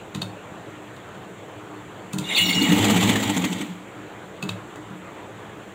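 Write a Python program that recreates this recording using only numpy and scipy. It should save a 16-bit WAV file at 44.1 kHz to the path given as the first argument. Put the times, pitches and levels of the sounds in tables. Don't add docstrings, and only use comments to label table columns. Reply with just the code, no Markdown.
import sys
import numpy as np
from scipy import signal
from scipy.fft import rfft, irfft, next_fast_len
from scipy.io import wavfile
from scipy.ndimage import uniform_filter1d, map_coordinates

SR = 44100
rng = np.random.default_rng(int(sys.argv[2]) if len(sys.argv) > 2 else 0)


def waveform_to_disk(signal):
    frames = np.transpose(np.atleast_2d(signal))
    scaled = np.clip(frames, -1, 1) * 32767
    samples = np.round(scaled).astype(np.int16)
    wavfile.write(sys.argv[1], SR, samples)


def how_loud(loudness_db):
    steps = np.asarray(loudness_db, float) / 20
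    return 10 ** steps


N = 253134

# t/s, level/dB, shock into the base/dB
STITCHES = [(2.718, -10.5, -2.5), (2.783, -9, -19), (2.8425, -6.5, -4), (2.899, -6, -27),
            (2.9631, -7.5, -12), (3.0272, -6.5, -14), (3.092, -6, 2), (3.1566, -10.5, -2),
            (3.2282, -13, -12), (3.295, -12, -7), (3.3666, -11.5, -5.5), (3.442, -11.5, -6.5),
            (3.5234, -18, -9), (3.6103, -18.5, -8.5)]
# t/s, level/dB
EFFORT = [
    (2.2, -43),
    (2.324, -31),
    (2.5, -30),
    (2.72, -24),
    (2.95, -23),
    (3.12, -25),
    (3.3, -29),
    (3.6, -35),
    (3.85, -57.5),
]
# t/s, level/dB
SLIPS = [
    (2.357, -23.5),
    (2.374, -19.5),
    (2.415, -24.5),
    (2.466, -26.5),
    (2.492, -28),
    (2.543, -25.5),
    (2.622, -22.5),
]


def unit(x):
    return x / np.sqrt(np.mean(x ** 2) + 1e-20)


def along(points, hz):
    f, v = np.transpose(points)
    return np.interp(np.log(hz + 1), np.log(f + 1), v)


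def curve(points):
    s, db = np.transpose(points)
    return np.interp(np.arange(N) / SR, s, db, -120, -120)


def wobble(rate):
    knots = rng.standard_normal(int(N * rate / SR) + 4)
    return map_coordinates(knots, [np.arange(N) * rate / SR])


def filtered(x, response):
    m = next_fast_len(N + SR // 2)
    return irfft(rfft(x, m) * response(np.fft.rfftfreq(m, 1 / SR)), m)[..., :N]


def resonant(modes):
    def response(f):
        return sum((-1) ** k * how_loud(db) * 1j * f * w / (c * c - f * f + 1j * f * w)
                   for k, (c, w, db) in enumerate(modes))
    return response


def noise(spectrum, patchy_db):
    z = signal.stft(rng.standard_normal(N), nperseg=512)[2]
    field = uniform_filter1d(rng.standard_normal(z.shape), size=5, axis=0)
    field = uniform_filter1d(field, size=8, axis=1)
    x = signal.istft(z * how_loud(patchy_db * unit(field)), nperseg=512)[1][:N]
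    return unit(filtered(x, lambda hz: how_loud(along(spectrum, hz))))


def bursts(times, level_db, rise_s, fall_s):
    out, t = np.zeros(N + SR), np.arange(SR // 4) / SR
    for s, db, rise, fall in np.broadcast(times, level_db, rise_s, fall_s):
        out[round(s * SR):][:len(t)] += how_loud(db) * (1 - np.exp(-t / rise)) ** 2 * np.exp(-t / fall)
    return out[:N]


def ringing(modes, t, attack_s):
    spread = rng.normal(0, 2.1, len(modes))
    tones = sum(how_loud(db + d - 60 * t / t60) * np.sin(2 * np.pi * hz * t)
                for (hz, db, t60), d in zip(modes, spread))
    return (1 - np.exp(-t / attack_s)) * tones


def singing(hz, drift_hz, rate, flutter_db):
    pitch = hz + drift_hz * wobble(rate)
    return unit(how_loud(flutter_db * wobble(rate)) * np.sin(2 * np.pi * np.cumsum(pitch) / SR))


def stitching():
    # f/Hz, level/dB per Hz
    steel_colour = [(820, 3.5), (1400, -1), (1730, -3), (1900, 6.5), (2330, 5.5), (2480, 2.5), (3230, 4.5),
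                    (3800, 1), (5270, -15.5), (5890, -9), (7450, -1), (9040, -15), (12300, -18.5),
                    (14900, -14.5), (16000, -32)]
    loose_colour = [(120, -75), (300, -33), (400, 7.5), (470, -11), (600, -11), (720, 0), (880, 8),
                    (1020, -6.5), (1100, -6), (1300, -3), (1700, -16), (2400, -35)]
    film_colour = [(9000, -40), (11500, -15), (13000, -20), (15000, 8), (16000, 1)]
    effort_db = curve(EFFORT)
    needle_s, needle_db, _ = np.transpose(STITCHES)
    shuttle_s = needle_s[:-1] + 0.713 * np.diff(needle_s)
    shuttle_db = needle_db[1:] - 5
    s, db = np.append(needle_s, shuttle_s), np.append(needle_db, shuttle_db)
    length_s = 0.015 * np.repeat([1, 0.64], [len(needle_s), len(shuttle_s)])

    grit = how_loud(2.6 * wobble(900))
    steel = noise(steel_colour, patchy_db=2.5)
    dull = filtered(steel, lambda hz: 1 / (1 + (hz / 5000) ** 8))
    bright = unit(steel - dull)
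    clatter = unit(dull) * bursts(s - 0.003, db - 3.5, 0.0039, length_s * 0.56)

    snap_s = np.append(needle_s + 0.0081, shuttle_s)
    snap = bursts(snap_s, db - 11.5 + rng.normal(0, 1.5, len(s)), 0.0016, 0.0021)
    rasp = bright * (snap + bursts(s - 0.005, db - 2.5, 0.01, length_s * 0.5))

    slip_s, slip_db = np.transpose(SLIPS)
    scrape_s, scrape_db = slip_s - 0.004, slip_db - 5
    scrape = bright * bursts(scrape_s, scrape_db - 1, 0.004, 0.021)

    whirr = how_loud(effort_db - 2 + 0.87 * wobble(90)) * noise(steel_colour, patchy_db=2)
    film_db = -43 + 1.3 * (effort_db - effort_db.max())
    film = how_loud(film_db + 2.5 * wobble(25)) + bursts(scrape_s, scrape_db - 0.5, 0.006, 0.023)
    fizz = film * noise(film_colour, patchy_db=4)
    shaken = how_loud(effort_db - 12) + bursts(s - 0.002, db - 9.5, 0.0063, length_s * 0.56)
    rattle = shaken * noise(loose_colour, patchy_db=3)
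    return grit * (clatter + rasp + scrape) + whirr + fizz + rattle


def squeal():
    # t/s, level/dB
    rub = [
        (2.24, -47),
        (2.36, -35.5),
        (2.435, -22),
        (2.47, -32),
        (2.51, -23),
        (2.66, -31),
        (2.688, -38),
        (2.73, -27.5),
        (2.77, -49),
    ]
    # f/Hz, pitch wander/Hz, flutter/dB, changes per s
    gear_modes = [(2210, 20, 12, 140), (2880, 24, 3, 45), (3770, 106, 9, 310), (7160, 98, 5.5, 300),
                  (2764, 30.5, -1, 44)]
    follow_db = [-8, -0.5, -12, -15, -11]
    # t/s, level/dB
    binds = [
        (2.315, -31),
        (2.385, -22.5),
        (2.42, -33),
        (2.5, -29),
        (2.646, -31),
    ]
    # f/Hz, level/dB, length/ms
    tooth = [(3685, 2.5, 7), (4395, -3.5, 9), (4000, -8.5, 8.4), (7530, -24, 14)]
    wheel = [(2173, 3.5, 23), (2790, 2, 29), (3400, -1, 24), (9120, -12, 24)]
    # t/s, f/Hz, level/dB, length/ms
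    squeaks = [
        (2.21, 8800, -56, 44),
        (2.255, 3680, -35.5, 16),
        (2.296, 3740, -25, 15),
        (2.296, 7350, -32.5, 12),
        (2.33, 3600, -33, 21),
        (2.47, 5640, -34, 43),
        (2.56, 5650, -29, 8.1),
        (3.092, 1920, -25, 2.3),
        (3.161, 1895, -19, 5.2),
        (3.615, 3210, -31.5, 5.1),
    ]
    chirps = [(s, hz, db + level, ms)
              for events, modes in ((SLIPS, tooth), (binds, wheel))
              for s, db in events
              for hz, level, ms in modes]

    out, t = np.zeros(N + SR), np.arange(SR // 8) / SR
    around = t - 0.05
    for s, hz, db, ms in chirps + squeaks:
        rough = map_coordinates(rng.standard_normal((2, 80)), [[[0] * len(t), [1] * len(t)], [t * 500] * 2])
        shape = np.exp(-0.5 * ((around - rng.normal(0, 0.0034)) / (ms / 2000)) ** 2)
        glide = rng.normal(0, 7000)
        pitch = hz + glide * around + 120 * rough[1]
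        strength = how_loud(db + rng.normal(0, 2.3) + 3.2 * rough[0])
        out[round((s - 0.05) * SR):][:len(t)] += strength * shape * np.sin(2 * np.pi * np.cumsum(pitch) / SR)

    rub_db = curve(rub)
    sung = sum(how_loud(rub_db + db) * singing(hz, drift, rate, flutter)
               for (hz, drift, flutter, rate), db in zip(gear_modes, follow_db))
    return out[:N] + sung


def lever():
    # t/s, level/dB, thud/dB, plate ring/dB, arm ring/dB
    presser = [
        (0.1485, -18.5, -4.5, -20, -33),
        (0.1571, -36, 5, -21, -17),
        (0.218, -15, -15, -20, -7),
        (0.9644, -34, -9, -21, -19),
        (1.149, -39.5, 3, -17, -20),
        (4.426, -18, -4, -10.5, -17),
        (4.4912, -16, -28, -10.5, -8),
        (4.902, -43, 13, -20, -20),
    ]
    handle = [
        (2.1326, -22, 3.5, -14, -26),
        (2.185, -19.5, -2, -19, -17),
        (4.7578, -38, -9, -13, -31),
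    ]
    # f/Hz, level/dB per Hz
    crack_colour = [(400, 4), (1000, 6), (2000, -4.5), (2700, -3), (3700, 7.5), (4600, -6.5), (5300, -15.5),
                    (7200, -6.5), (9000, -15.5), (12000, -25.5), (15000, -19), (16000, -30)]
    # f/Hz, level/dB, t60/s
    plate_modes = [(2607, 6, 0.031)]
    arm_modes = [(3774, 5.5, 0.029), (3900, -38, 0.04), (4340, 10.5, 0.022), (3130, 3.5, 0.02),
                 (3786, 1, 0.029), (4640, -5, 0.035)]
    thud_modes = [(182, 2.5, 0.1), (151, -8.5, 0.15), (308, -14.5, 0.19), (411, -13.5, 0.13),
                  (1004, -8, 0.046), (1398, -18, 0.09)]
    contacts = presser + handle
    times, level_db = np.transpose(contacts)[:2]
    bright_db = np.repeat([-12.5, -3.5], [len(presser), len(handle)])

    def blow(db, fall_s):
        lead_in = bursts(times - 0.0066, db - 10.5, 0.0047, 0.0046)
        hit = bursts(times - 0.001, db, 0.0015, fall_s)
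        bounce = bursts(times + 0.0107, db - 10, 0.001, fall_s)
        return lead_in + hit + bounce

    crack = noise(crack_colour, patchy_db=0)
    top = filtered(crack, lambda hz: 1 / (1 + (5500 / (hz + 1)) ** 8))
    cracks = unit(crack - top) * blow(level_db + 0.5, 0.0022)
    cracks = cracks + unit(top) * blow(level_db + bright_db + 6.5, 0.002)

    metal, thuds, t = np.zeros(N + SR), np.zeros(N + SR), np.arange(SR // 3) / SR
    later = np.maximum(t - 0.004, 0)
    for s, db, thud, plate, arm in contacts:
        i = round(s * SR)
        metal[i:][:len(t)] += how_loud(db + plate + 3.5) * ringing(plate_modes, t, 0.0018)
        metal[i:][:len(t)] += how_loud(db + arm - 5) * ringing(arm_modes, t, 0.002)
        thuds[i:][:len(t)] += how_loud(db + thud + 4) * ringing(thud_modes, later, 0.0076)
    return cracks, metal[:N], thuds[:N]


def bed():
    # f/Hz, width/Hz, level/dB
    base_modes = [(200.5, 14.6, 2.5), (251.6, 27, -1.5), (267.4, 15.5, 1.5), (299.5, 10.1, 1),
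                  (335.5, 17, -9), (464.8, 15, -9.5)]
    # t/s, level/dB
    sways = [(0.151, -32), (0.225, -30), (2.389, -27), (2.56, -25), (2.719, -25), (2.796, -18),
             (2.918, -24), (3.028, -18), (3.11, -17), (3.192, -25), (3.252, -24), (3.389, -26.5),
             (3.54, -32.5), (4.495, -29)]
    # t/s, level/dB
    pushes = [(2.405, -22), (2.455, -29), (2.545, -20), (2.62, -28), (2.685, -12.5), (2.9, -17),
              (2.945, -14.5), (3.08, -21), (3.36, -17), (3.49, -22), (3.68, -25)]
    loaded = np.clip((np.arange(N) / SR - EFFORT[0][0]) / 0.45, 0, 1) ** 1.3
    shake = unit(filtered(rng.standard_normal(N), resonant(base_modes)))
    base = loaded * how_loud(curve(EFFORT) + 2) * shake

    ring, t = np.zeros(N + SR), np.arange(SR // 4) / SR
    struck = [(hz, db, 1.8 / width) for hz, width, db in base_modes]
    shocks = [(s, db) for s, _, db in STITCHES]
    shocks += [(s, db + 14) for s, db in SLIPS[3:]]
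    for s, db in shocks:
        ring[round((s - 0.006) * SR):][:len(t)] += how_loud(db - 14.5) * ringing(struck, t, 0.0042)
    for s, db in sways:
        ring[round(s * SR):][:len(t)] += how_loud(db) * ringing([(106.8, 0, 0.42)], t, 0.0076)

    swell = bursts(*np.transpose(pushes), rise_s=0.0095, fall_s=0.047)
    panel = swell * singing(180.4, drift_hz=3.81, rate=21.89, flutter_db=1)
    return base + ring[:N] + panel


def room(x):
    # f/Hz, t60/s
    decay = [(150, 0.59), (2000, 0.29), (10000, 0.26)]
    hz, t, z = signal.stft(rng.standard_normal(SR // 2), SR, nperseg=256)
    fading = z * how_loud(-60 * t / along(decay, hz)[:, None])
    tail = signal.istft(fading, SR, nperseg=256)[1]
    return signal.fftconvolve(np.pad(x, (200, 0)), tail / np.linalg.norm(tail))[:N]


def fan():
    # f/Hz, level/dB per Hz
    air_colour = [(24, -49), (40, -6), (80, -16), (114, -1), (150, -29), (198, -5), (267, -12.5), (300, -3),
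                  (437, -7), (492, -6.5), (731, -9), (1430, -13), (3500, -23.5), (4500, -34), (5850, -56),
                  (9900, -120)]
    hiss_colour = [(2650, -43), (4500, -30), (5180, -11.5), (7020, 2), (7430, 3.5), (7960, -0.5),
                   (8560, -6.5), (10300, -12.5), (13100, -14.5), (14900, -8), (15700, -17)]
    # f/Hz, width/Hz, level/dB
    drone = [(110.4, 38, -4.5), (194, 38, -4.5), (303.5, 2.6, 6.5), (423, 16, -5.5)]
    tones = unit(filtered(rng.standard_normal(N), resonant(drone))) * how_loud(1.74 * wobble(6))
    air = noise(air_colour, patchy_db=1.76) + how_loud(-5) * tones
    hiss = noise(hiss_colour, patchy_db=0.9)
    return how_loud(-40.5 + 0.5 * wobble(4.66)) * air + how_loud(-59.5) * hiss


def scene():
    cracks, metal, thuds = lever()
    gear = squeal()
    sent = how_loud(-5.5) * (cracks + thuds) + how_loud(-13) * metal + how_loud(-4.5) * gear
    mono = stitching() + gear + cracks + metal + thuds + bed() + room(sent) + fan()
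    return np.array([mono, mono])


def roll_off(x):
    return signal.sosfilt(signal.butter(12, 16710, fs=SR, output="sos"), x)


def record(dry):
    heard = filtered(dry, lambda hz: (hz < 15800) * (1j * hz / (48 + 1j * hz)) ** 3)
    limit = 0.6
    mix = heard / (1 + np.abs(heard / limit) ** 4) ** (1 / 4)
    return roll_off(mix)


dry = scene()
out = record(dry)
waveform_to_disk(out)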